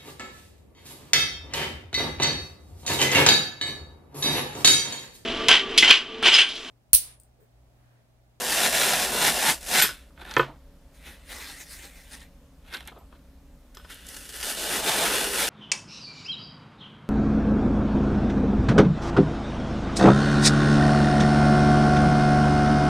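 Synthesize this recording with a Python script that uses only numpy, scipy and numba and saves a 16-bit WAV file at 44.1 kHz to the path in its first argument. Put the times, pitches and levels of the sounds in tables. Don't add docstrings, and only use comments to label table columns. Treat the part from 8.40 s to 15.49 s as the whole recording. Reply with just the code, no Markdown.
import sys
import numpy as np
from scipy import signal
from scipy.io import wavfile
from numba import njit

SR = 44100
rng = np.random.default_rng(int(sys.argv[2]) if len(sys.argv) > 2 else 0)


def unload_audio(sound):
    columns = np.transpose(np.atleast_2d(sound))
    steps = np.round(np.clip(columns, -1, 1) * 32767)
    wavfile.write(sys.argv[1], SR, steps.astype(np.int16))


def volts(x):
    e = np.asarray(x, float) / 20
    return 10 ** e


N = 312669

# (time [s], rasp level [dB])
PULLS = [
    [(0.0, -36.5), (0.172, -27), (0.21, -25.5), (0.248, -24), (0.318, -31.5), (0.35, -24), (0.538, -26),
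     (0.556, -29), (0.65, -28.5), (0.668, -33), (0.752, -31), (0.878, -19.5), (0.93, -31.5), (1.02, -29.5),
     (1.098, -20.5), (1.192, -55.5), (1.272, -45.5), (1.342, -23), (1.402, -18.5), (1.412, -27),
     (1.43, -20), (1.566, -52.5), (1.68, -68)],
    [(5.46, -61.5), (5.49, -55), (5.504, -43.5), (5.578, -52), (5.644, -53.5), (5.684, -49)],
    [(5.689, -48.5), (5.929, -50), (5.953, -41.5), (6.023, -45), (6.031, -36.5), (6.109, -32.5),
     (6.159, -42.5), (6.171, -36.5), (6.219, -36), (6.231, -34.5), (6.269, -33.5), (6.363, -29),
     (6.421, -37), (6.483, -24.5), (6.549, -29.5), (6.659, -25.5), (6.699, -29.5), (6.757, -27.5),
     (6.917, -34.5), (7.007, -26.5), (7.09, -30.5)],
]
# (time [s], brightness [dB], pitch of the block's drone [Hz])
SEATING = [(0, 0.5, 577), (.5, 1, 683), (.62, 0, 510), (.75, -1.5, 480), (.86, 1, 800), (.98, -1, 685),
           (1.1, -1, 825), (1.22, 5.5, 700), (1.35, -1, 800), (1.42, 8, 800), (1.68, 4, 650),
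           (5.33, 2.5, 654), (5.9, 7, 627), (6.1, 4, 750), (6.4, -1.5, 645), (6.5, -1, 755),
           (6.62, -2.5, 685), (6.82, -0.5, 510), (6.95, 0.5, 595), (7.09, 2, 564)]
# (time [s], loss [dB])
WIRE_OUT = [(1.4, 0.5), (1.5, 8), (5.6, 8), (5.684, 5.5), (5.689, 1.5)]
# (peak time [s], peak level [dB], rise [s], fall [s], brightness [dB])
MAT_RUBS = [(1.80, -47, 0.021, 0.28, -4), (1.917, -40, 0.096, 0.11, 1.5), (2.04, -52, .02, 0.057, -7.5),
            (2.1, -58, 0.092, 0.08, -20), (4.29, -53, 0.067, 0.11, 4), (4.346, -34.5, 0.046, 0.084, 3.5),
            (4.478, -43, 0.04, 0.065, 3), (4.525, -55.5, .02, .08, -19), (4.575, -67.5, 0.028, 0.069, -27),
            (4.726, -62, .02, 0.11, -8)]
LIFT_RUBS = [(2.55, -61.5, 0.0395, 0.19, -2.5), (2.68, -45.5, 0.085, 0.15, -5),
             (2.92, -40, 0.065, 0.29, -2.5), (3.03, -46.5, 0.14, 0.26, 2), (3.11, -44, 0.2, 0.1, -2.5),
             (3.21, -45.5, 0.071, 0.067, 2.5), (3.32, -48.5, 0.091, 0.24, 4.5), (3.45, -46, .15, .08, -0.5),
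             (3.58, -53, .15, 0.19, -1.5), (3.745, -43.5, 0.084, 0.061, -1.5),
             (3.82, -51.5, 0.075, 0.071, -4.5)]
# (frequency [Hz], relative level per Hz [dB])
WIRE_IN_FOAM = [(70, -44), (100, -24), (135, -6), (388, -1), (850, -3), (1190, -4), (1470, -1.5),
                (2350, -4.5), (3700, 1), (4400, -7.5), (6500, -9.5), (9720, -8), (14200, -15),
                (15800, -25.5)]
FRAME_ON_MAT = [(120, -40), (200, -3), (633, -9.5), (719, -10), (880, -11), (1440, -9), (1700, -16),
                (3400, -12), (7610, -17.5), (12900, -14.5), (15800, -43.5)]
FOAM_ON_FOAM = [(120, -43), (200, -22), (263, -2), (423, -8), (760, -9), (929, -12), (2160, -5),
                (2840, -6.5), (9660, -6), (15800, -12.5)]
ROOM_TONE = [(18, -32), (30, -4), (69, -7.5), (103, -32.5), (169, -19.5), (232, -25), (265, -11.5),
             (318, -37.5), (392, -30.5), (496, -28), (537, -26.5), (717, -33.5), (1060, -36), (1310, -39),
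             (15800, -51)]
# (frequency [Hz], width [Hz], level [dB])
BODY_MODES = [(129, 6, -4), (486, 12, -9.5), (890, 130, -3), (1475, 92, -7), (1770, 600, 0.5),
              (3520, 450, -7), (5500, 37, -13.5), (9600, 690, -17.5)]
# (frequency [Hz], correlation [-1..1])
FRICTION_LIKENESS = [(60, 0.95), (290, 1), (640, 1), (1410, 0.83), (3100, 0.86), (5000, 0.88), (8000, 0.97),
                     (9800, 0.97), (11500, 0.84), (15000, .75)]
ROOM_LIKENESS = [(60, 1), (130, 1.0), (290, 1), (640, 0.95), (1410, 1), (3100, 0.23), (6820, 0.59),
                 (15000, 0.97)]
# (frequency [Hz], relative level [dB])
HUM_LINES = [(37.7, -65.5), (59.2, -55), (140.0, -66), (177.6, -67), (274.5, -64.5), (559.9, -69.5)]
# (time [s], peak [dB], lift of the modes above 6 kHz [dB])
CLINKS = [(1.398, -15, -3), (1.422, -9, 7), (1.426, -22, 10), (1.442, -23, -16), (1.491, -25, -17),
          (1.979, -32, 2), (2.003, -49, 3), (4.34, -52, 0), (4.585, -57, 15), (5.348, -45, -8),
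          (5.373, -39, -8), (5.398, -46, -15), (5.446, -44, -14), (5.5, -45, -10)]
# (time [s], peak [dB], band reference [Hz])
SNAPS = [(1.399, -19, 6000), (1.404, -15, 3480), (1.832, -46, 2840), (1.9116, -25, 3180),
         (1.9389, -25, 3000), (1.966, -18.5, 3000), (1.979, -31, 8930), (3.805, -41.5, 4020),
         (4.338, -25.5, 2620), (4.343, -26, 2600), (4.37, -26, 2600), (4.454, -43, 5000),
         (4.475, -28.5, 6860), (5.348, -40.5, 3000), (5.35, -39, 7000), (5.371, -32.5, 4000),
         (5.519, -38, 7000), (5.544, -30, 9000), (5.668, -28, 6000), (5.688, -28, 6500), (5.939, -35, 3500),
         (6.029, -20, 3000), (6.172, -27.5, 3000)]
# (time [s], peak [dB], left minus right [dB], upper contact frequency [Hz])
KNOCKS = [(1.4235, -18, 2, 4000), (1.4407, -16, -3, 3920), (1.491, -26.5, -1, 4000),
          (1.706, -51, -0.5, 1700), (1.777, -38.5, -4.5, 3500), (1.9666, -6, -2.5, 2600),
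          (1.9765, -12, -2, 2200), (1.9948, -6, -1.5, 2200), (2.006, -31.5, 1, 2500),
          (2.0145, -30, 8, 2500), (2.031, -25, 2, 4060), (4.517, -41, 4, 1100), (4.564, -40.5, 3, 700),
          (4.7247, -45, 7, 3000), (4.7535, -51, 0, 4020), (5.37, -36, 3, 3500), (5.3985, -42, 0, 3500),
          (5.4476, -41, 4, 3500), (5.502, -38, -4, 3000)]
# (frequency [Hz], relative level [dB], t60 [s])
FRAME_MODES = [(136, -28.5, 0.3), (238.9, -31.5, .12), (359, -18, .09), (444, -16.5, 0.052),
               (536, -20, .05), (860, -26, 0.054), (1002, -16.5, 0.073), (1100, -20.5, 0.15),
               (1240, -11.5, 0.046), (1400, 1, .006), (1500, -13.5, .07), (1770, -14.5, .05),
               (2134, -19.5, 0.045), (2570, -16.5, .04), (3040, -17.5, 0.032), (3220, -19.5, 0.06),
               (3970, -12.5, .005)]
ROLLER_MODES = [(1485, -3, .13), (3300, 0, .03), (5055, -7, .14), (5165, -8, .18), (7262, -9, .12),
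                (7800, -15, .12), (10110, -12, .05), (10380, -14, .07), (13015, 0, .12), (13340, -9, .17)]
# (low edge [Hz], high edge [Hz], peak re knock [dB], t60 [s])
TABLE_RATTLE = [(250, 1900, -19, 0.26), (1700, 3000, -22, 0.12), (3800, 4200, -38.5, .11)]

BAND_EDGES_HZ = 20 * 2 ** np.arange(0, 9.9, .25)
BAND_FILTERS = [signal.butter(2, band, "band", fs=SR, output="sos") for band in zip(BAND_EDGES_HZ, BAND_EDGES_HZ[1:])]
DRONE_HZ_PER_DB, PEAK_WANDER = 13.5, .05
SLIPS_PER_S, SLIP_DECAY_S, SLIP_DB, SLIP_DB_PER_BRIGHT_DB = 35, .012, 3, 1.16
RUB_FADE_DB, RUB_DRONE_HZ = 20, 800
AIR_RMS_DB = -52
ROOM_T60_S, WALL_HZ, WET_DB = 0.16, 3000, -23.5
TOP_HZ = 16600


def rms_one(x):
    return x / np.sqrt(np.mean(x ** 2) + 1e-20)


def at_hz(points, hz):
    points = np.array(points)
    return np.interp(np.log(hz), np.log(points[:, 0]), points[:, 1])


def drift(rate_hz, size):
    r = np.exp(-80 * np.pi * rate_hz / SR)
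    noise = rng.standard_normal(size // 40 + 2002)
    slow = signal.lfilter([1], [1, -2 * r, r * r], noise)[2000:]
    return np.interp(np.arange(size) / 40, np.arange(len(slow)), rms_one(slow))


def panned(left_right_db):
    return volts(np.array([left_right_db / 2, -left_right_db / 2]))


def band_pass(x, low_hz, high_hz):
    return signal.sosfilt(signal.butter(2, [low_hz, high_hz], "band", fs=SR, output="sos"), x)


def ring(x, hz, t60_s):
    r, w = volts(-60 / (t60_s * SR)), 2 * np.pi * hz / SR
    return signal.lfilter([0, np.sin(w)], [1, -2 * r * np.cos(w), r * r], x + 1e-18)


def struck(modes, contact):
    out = np.zeros(contact.size)
    for hz, db, t60_s in modes:
        strength = volts(db + rng.normal(0, 1.5)) * rng.choice([-1, 1])
        out += strength * ring(contact, hz, t60_s)
    return out


def add(out, time_s, sound, peak_db, pan_db):
    at = round(time_s * SR)
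    gains = volts(peak_db) * panned(pan_db)[:, None]
    out[:, at:at + sound.size] += gains * sound / np.abs(sound).max()


def stereo_bands(source, spectrum, likeness, patchy_db, patch_hz):
    for k, hz in enumerate(np.sqrt(BAND_EDGES_HZ[1:] * BAND_EDGES_HZ[:-1])):
        if hz < spectrum[1][0]:
            continue
        mid, side = signal.sosfilt(BAND_FILTERS[k], source[k % 2])
        alike = np.clip(at_hz(likeness, hz), 0, .993)
        gain = volts(at_hz(spectrum, hz)) * volts(patchy_db * drift(patch_hz, mid.size))
        mid = gain * np.sqrt(1 + alike) * mid
        side = gain * np.sqrt(1 - alike) * side
        yield hz, np.array([mid + side, mid - side])


def pulled(t):
    seat_s, bright_db, drone_hz = np.transpose(SEATING)
    bright_db = np.interp(t, seat_s, bright_db)
    lost_db = np.interp(t, *np.transpose(WIRE_OUT))
    jerks = (rng.random(t.size) < SLIPS_PER_S / SR) * rng.random(t.size)
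    slips = signal.lfilter([1], [1, -np.exp(-1 / (SLIP_DECAY_S * SR))], jerks)
    depth_db = np.maximum(SLIP_DB + SLIP_DB_PER_BRIGHT_DB * (bright_db - lost_db), 0)
    force_db = np.interp(t, *np.concatenate(PULLS).T) + depth_db * (slips - slips.mean())
    return force_db, bright_db, np.interp(t, seat_s, drone_hz), lost_db


def cracking_cells(size, per_s, spread_db, clump_db):
    breaks = rng.random(size) < per_s / SR
    sizes = volts(spread_db * np.minimum(rng.exponential(1, size), 5) + clump_db * drift(60, size))
    cracks = breaks * sizes * rng.standard_normal((2, 2, size)) + 1e-18
    out = cracks.copy()
    for hz, width_hz, db in BODY_MODES:
        r = np.exp(-np.pi * width_hz / SR)
        poles = [1, -2 * r * np.cos(2 * np.pi * hz / SR), r * r]
        out += volts(db) * signal.lfilter([(1 - r * r) / 2, 0, (r * r - 1) / 2], poles, cracks)
    return inside_block(out, t60_s=.07, echo_db=-8, shift_hz=8)


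def inside_block(cracks, t60_s, echo_db, shift_hz):
    t = np.arange(int(t60_s * SR)) / SR
    turn = drift(shift_hz, cracks.shape[-1])
    out = cracks.copy()
    for share in np.cos(turn), np.sin(turn):
        echo = rng.standard_normal(t.size) * volts(-60 * t / t60_s)
        echo *= volts(echo_db) / np.sqrt(np.sum(echo ** 2))
        out += signal.oaconvolve(share * cracks, echo[None, None], axes=2)[..., :turn.size]
    return out


@njit
def moving_peak(x, hz, r, rate):
    y = np.zeros_like(x)
    for side in range(2):
        for i in range(2, x.shape[1]):
            c = 2 * r * np.cos(2 * np.pi * hz[i] / rate)
            drive = (1 - r * r) / 2 * (x[side, i] - x[side, i - 2])
            y[side, i] = drive + c * y[side, i - 1] - r * r * y[side, i - 2]
    return y


def friction(spans_s, motion, spectrum, per_s, spread_db, clump_db, patchy_db, peak_db, pan_db, usual_db,
             drone, hiss, rasp_hz):
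    # (peak Hz, Hz per dB force, Hz per dB brightness)
    out, lead = np.zeros((2, N)), 2000
    for first_s, last_s in spans_s:
        start, end = int(first_s * SR), min(int(last_s * SR), N)
        t = np.arange(start - lead, end) / SR
        force_db, bright_db, drone_hz, lost_db = motion(t)
        extra_db = np.clip(force_db - usual_db, -9, 9)

        cracks = cracking_cells(t.size, per_s, spread_db, clump_db)
        parts = np.zeros((3, 2, t.size))
        for hz, sound in stereo_bands(cracks, spectrum, FRICTION_LIKENESS, patchy_db, 10):
            parts[np.searchsorted([1200, 4500], hz)] += sound

        drone_peak_hz = drone_hz + DRONE_HZ_PER_DB * extra_db
        rasp_peak_hz = np.clip(rasp_hz[0] + rasp_hz[1] * extra_db + rasp_hz[2] * bright_db, 1300, 3500)
        for part, hz, width_hz in ((0, drone_peak_hz, 120), (1, rasp_peak_hz, 250)):
            hz = hz * (1 + PEAK_WANDER * drift(4, t.size))
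            parts[part] += volts(peak_db) * moving_peak(parts[part], hz, np.exp(-np.pi * width_hz / SR), SR)

        def part_level_db(base_db, by_force, by_bright):
            return force_db - lost_db + base_db + by_force * extra_db + by_bright * bright_db

        for part, level_db in zip(parts, (part_level_db(*drone), force_db, part_level_db(*hiss))):
            out[:, start:end] += (rms_one(part) * volts(level_db))[:, lead:]
    return out * panned(pan_db)[:, None]


def wire_cuts():
    return friction([(0, 1.7), (5.345, 7.1)], pulled, WIRE_IN_FOAM, per_s=9000, spread_db=1.0, clump_db=0.12,
                    patchy_db=0.0, peak_db=-1, pan_db=0.23, usual_db=-26,
                    drone=(-3.5, -.3, -.9), hiss=(0.6, -.3, .25), rasp_hz=(2450, -35, 5))


def room_tone():
    noise = rng.standard_normal((2, 2, N))
    air = sum(sound for hz, sound in stereo_bands(noise, ROOM_TONE, ROOM_LIKENESS, 0.93, 4.4))
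    t = np.arange(N) / SR
    hum = np.zeros(N)
    for hz, db in HUM_LINES:
        level = volts(db + 1.0 + 2.0 * drift(4, N))
        hum += level * np.sin(2 * np.pi * hz * t + 1.6 * drift(4, N))
    return volts(AIR_RMS_DB) * rms_one(air) + hum


def click_and_time():
    t = np.arange(SR // 3) / SR
    return 1. * (t == 0), t


def roller_clinks():
    out = np.zeros((2, N))
    click, t = click_and_time()
    for time_s, peak_db, high_db in CLINKS:
        chatter = click + .08 * rng.standard_normal(t.size) * volts(-60 * t / .03)
        modes = [(hz, db + high_db * (hz > 6000), t60_s) for hz, db, t60_s in ROLLER_MODES]
        add(out, time_s, struck(modes, chatter), peak_db, -1.5)
    return out


def dry_snaps():
    out = np.zeros((2, N))
    click, t = click_and_time()
    for time_s, peak_db, hz in SNAPS:
        burst = click + 0.21 * rng.standard_normal(t.size) * volts(-60 * t / 0.014)
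        add(out, time_s, band_pass(burst, hz * 0.82, min(hz * 2.0, 18000)), peak_db, -1.5)
    return out


def frame_knocks():
    out = np.zeros((2, N))
    click, t = click_and_time()
    for time_s, peak_db, pan_db, contact_hz in KNOCKS:
        scatter = rng.standard_normal(t.size)
        push = click + volts(-35) * scatter * volts(-60 * t / 0.071)
        add(out, time_s, struck(FRAME_MODES, band_pass(push, 110, contact_hz)), peak_db, pan_db)
        for low_hz, high_hz, rattle_db, t60_s in TABLE_RATTLE:
            swell_and_decay = np.minimum(t / 0.0087, 1) * volts(-60 * t / t60_s)
            tail = band_pass(scatter * swell_and_decay, low_hz, high_hz)
            add(out, time_s, tail, peak_db + rattle_db, pan_db)
    return out


def rubbed(rubs, t):
    peak_s, peak_db, rise_s, fall_s, bright_db = np.transpose(rubs)[..., None]
    late_s = t - peak_s
    fade_db = RUB_FADE_DB * np.maximum(late_s / fall_s, -late_s / rise_s)
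    power = volts(2 * (peak_db - fade_db)) + 1e-30
    total = power.sum(axis=0)
    return 10 * np.log10(total), (power * bright_db).sum(axis=0) / total, RUB_DRONE_HZ, 0


def mat_slides():
    return friction([(1.68, 2.25), (4.15, 4.9)], lambda t: rubbed(MAT_RUBS, t), FRAME_ON_MAT, per_s=7200,
                    spread_db=2.5, clump_db=2.6, patchy_db=0.0, peak_db=0.5, pan_db=-1.0, usual_db=-44.5,
                    drone=(-4.5, -.1, -1.0), hiss=(-12, -.1, .4), rasp_hz=(1700, -60, 120))


def slice_lift():
    return friction([(2.45, 4)], lambda t: rubbed(LIFT_RUBS, t), FOAM_ON_FOAM, per_s=9000,
                    spread_db=0.0, clump_db=0.5, patchy_db=2.0, peak_db=-14, pan_db=0.4, usual_db=-46,
                    drone=(-9, .1, -.2), hiss=(0.1, -.1, 1.0), rasp_hz=(2250, -10, 5))


def room(x):
    out, dull = np.zeros((2, N)), np.exp(-2 * np.pi * WALL_HZ / SR)
    lags = (rng.uniform(.008, .03, 12) * SR).astype(int)
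    for k, lag in enumerate(lags):
        loop, gain, state = x.copy(), volts(-60 * lag / SR / ROOM_T60_S), [0.]
        for i in range(lag, N, lag):
            back, state = signal.lfilter([gain * (1 - dull)], [1, -dull], loop[i - lag:i], zi=state)
            loop[i:i + lag] += back[:N - i]
        out[k % 2] += (loop - x) * (-1) ** (k // 2)
    return signal.sosfilt(signal.butter(2, 450, "high", fs=SR, output="sos"), out)


def scene():
    near = wire_cuts() + roller_clinks() + dry_snaps() + frame_knocks() + mat_slides() + slice_lift()
    return near + volts(WET_DB) * room(near.mean(axis=0)) + room_tone()


def top_cut(x):
    return signal.sosfilt(signal.butter(12, 15970, fs=SR, output="sos"), x)


def record(dry):
    cut = signal.sosfilt(signal.cheby2(10, 60, TOP_HZ, fs=SR, output="sos"), dry)
    return top_cut(cut)


dry = scene()
out = record(dry)
unload_audio(out)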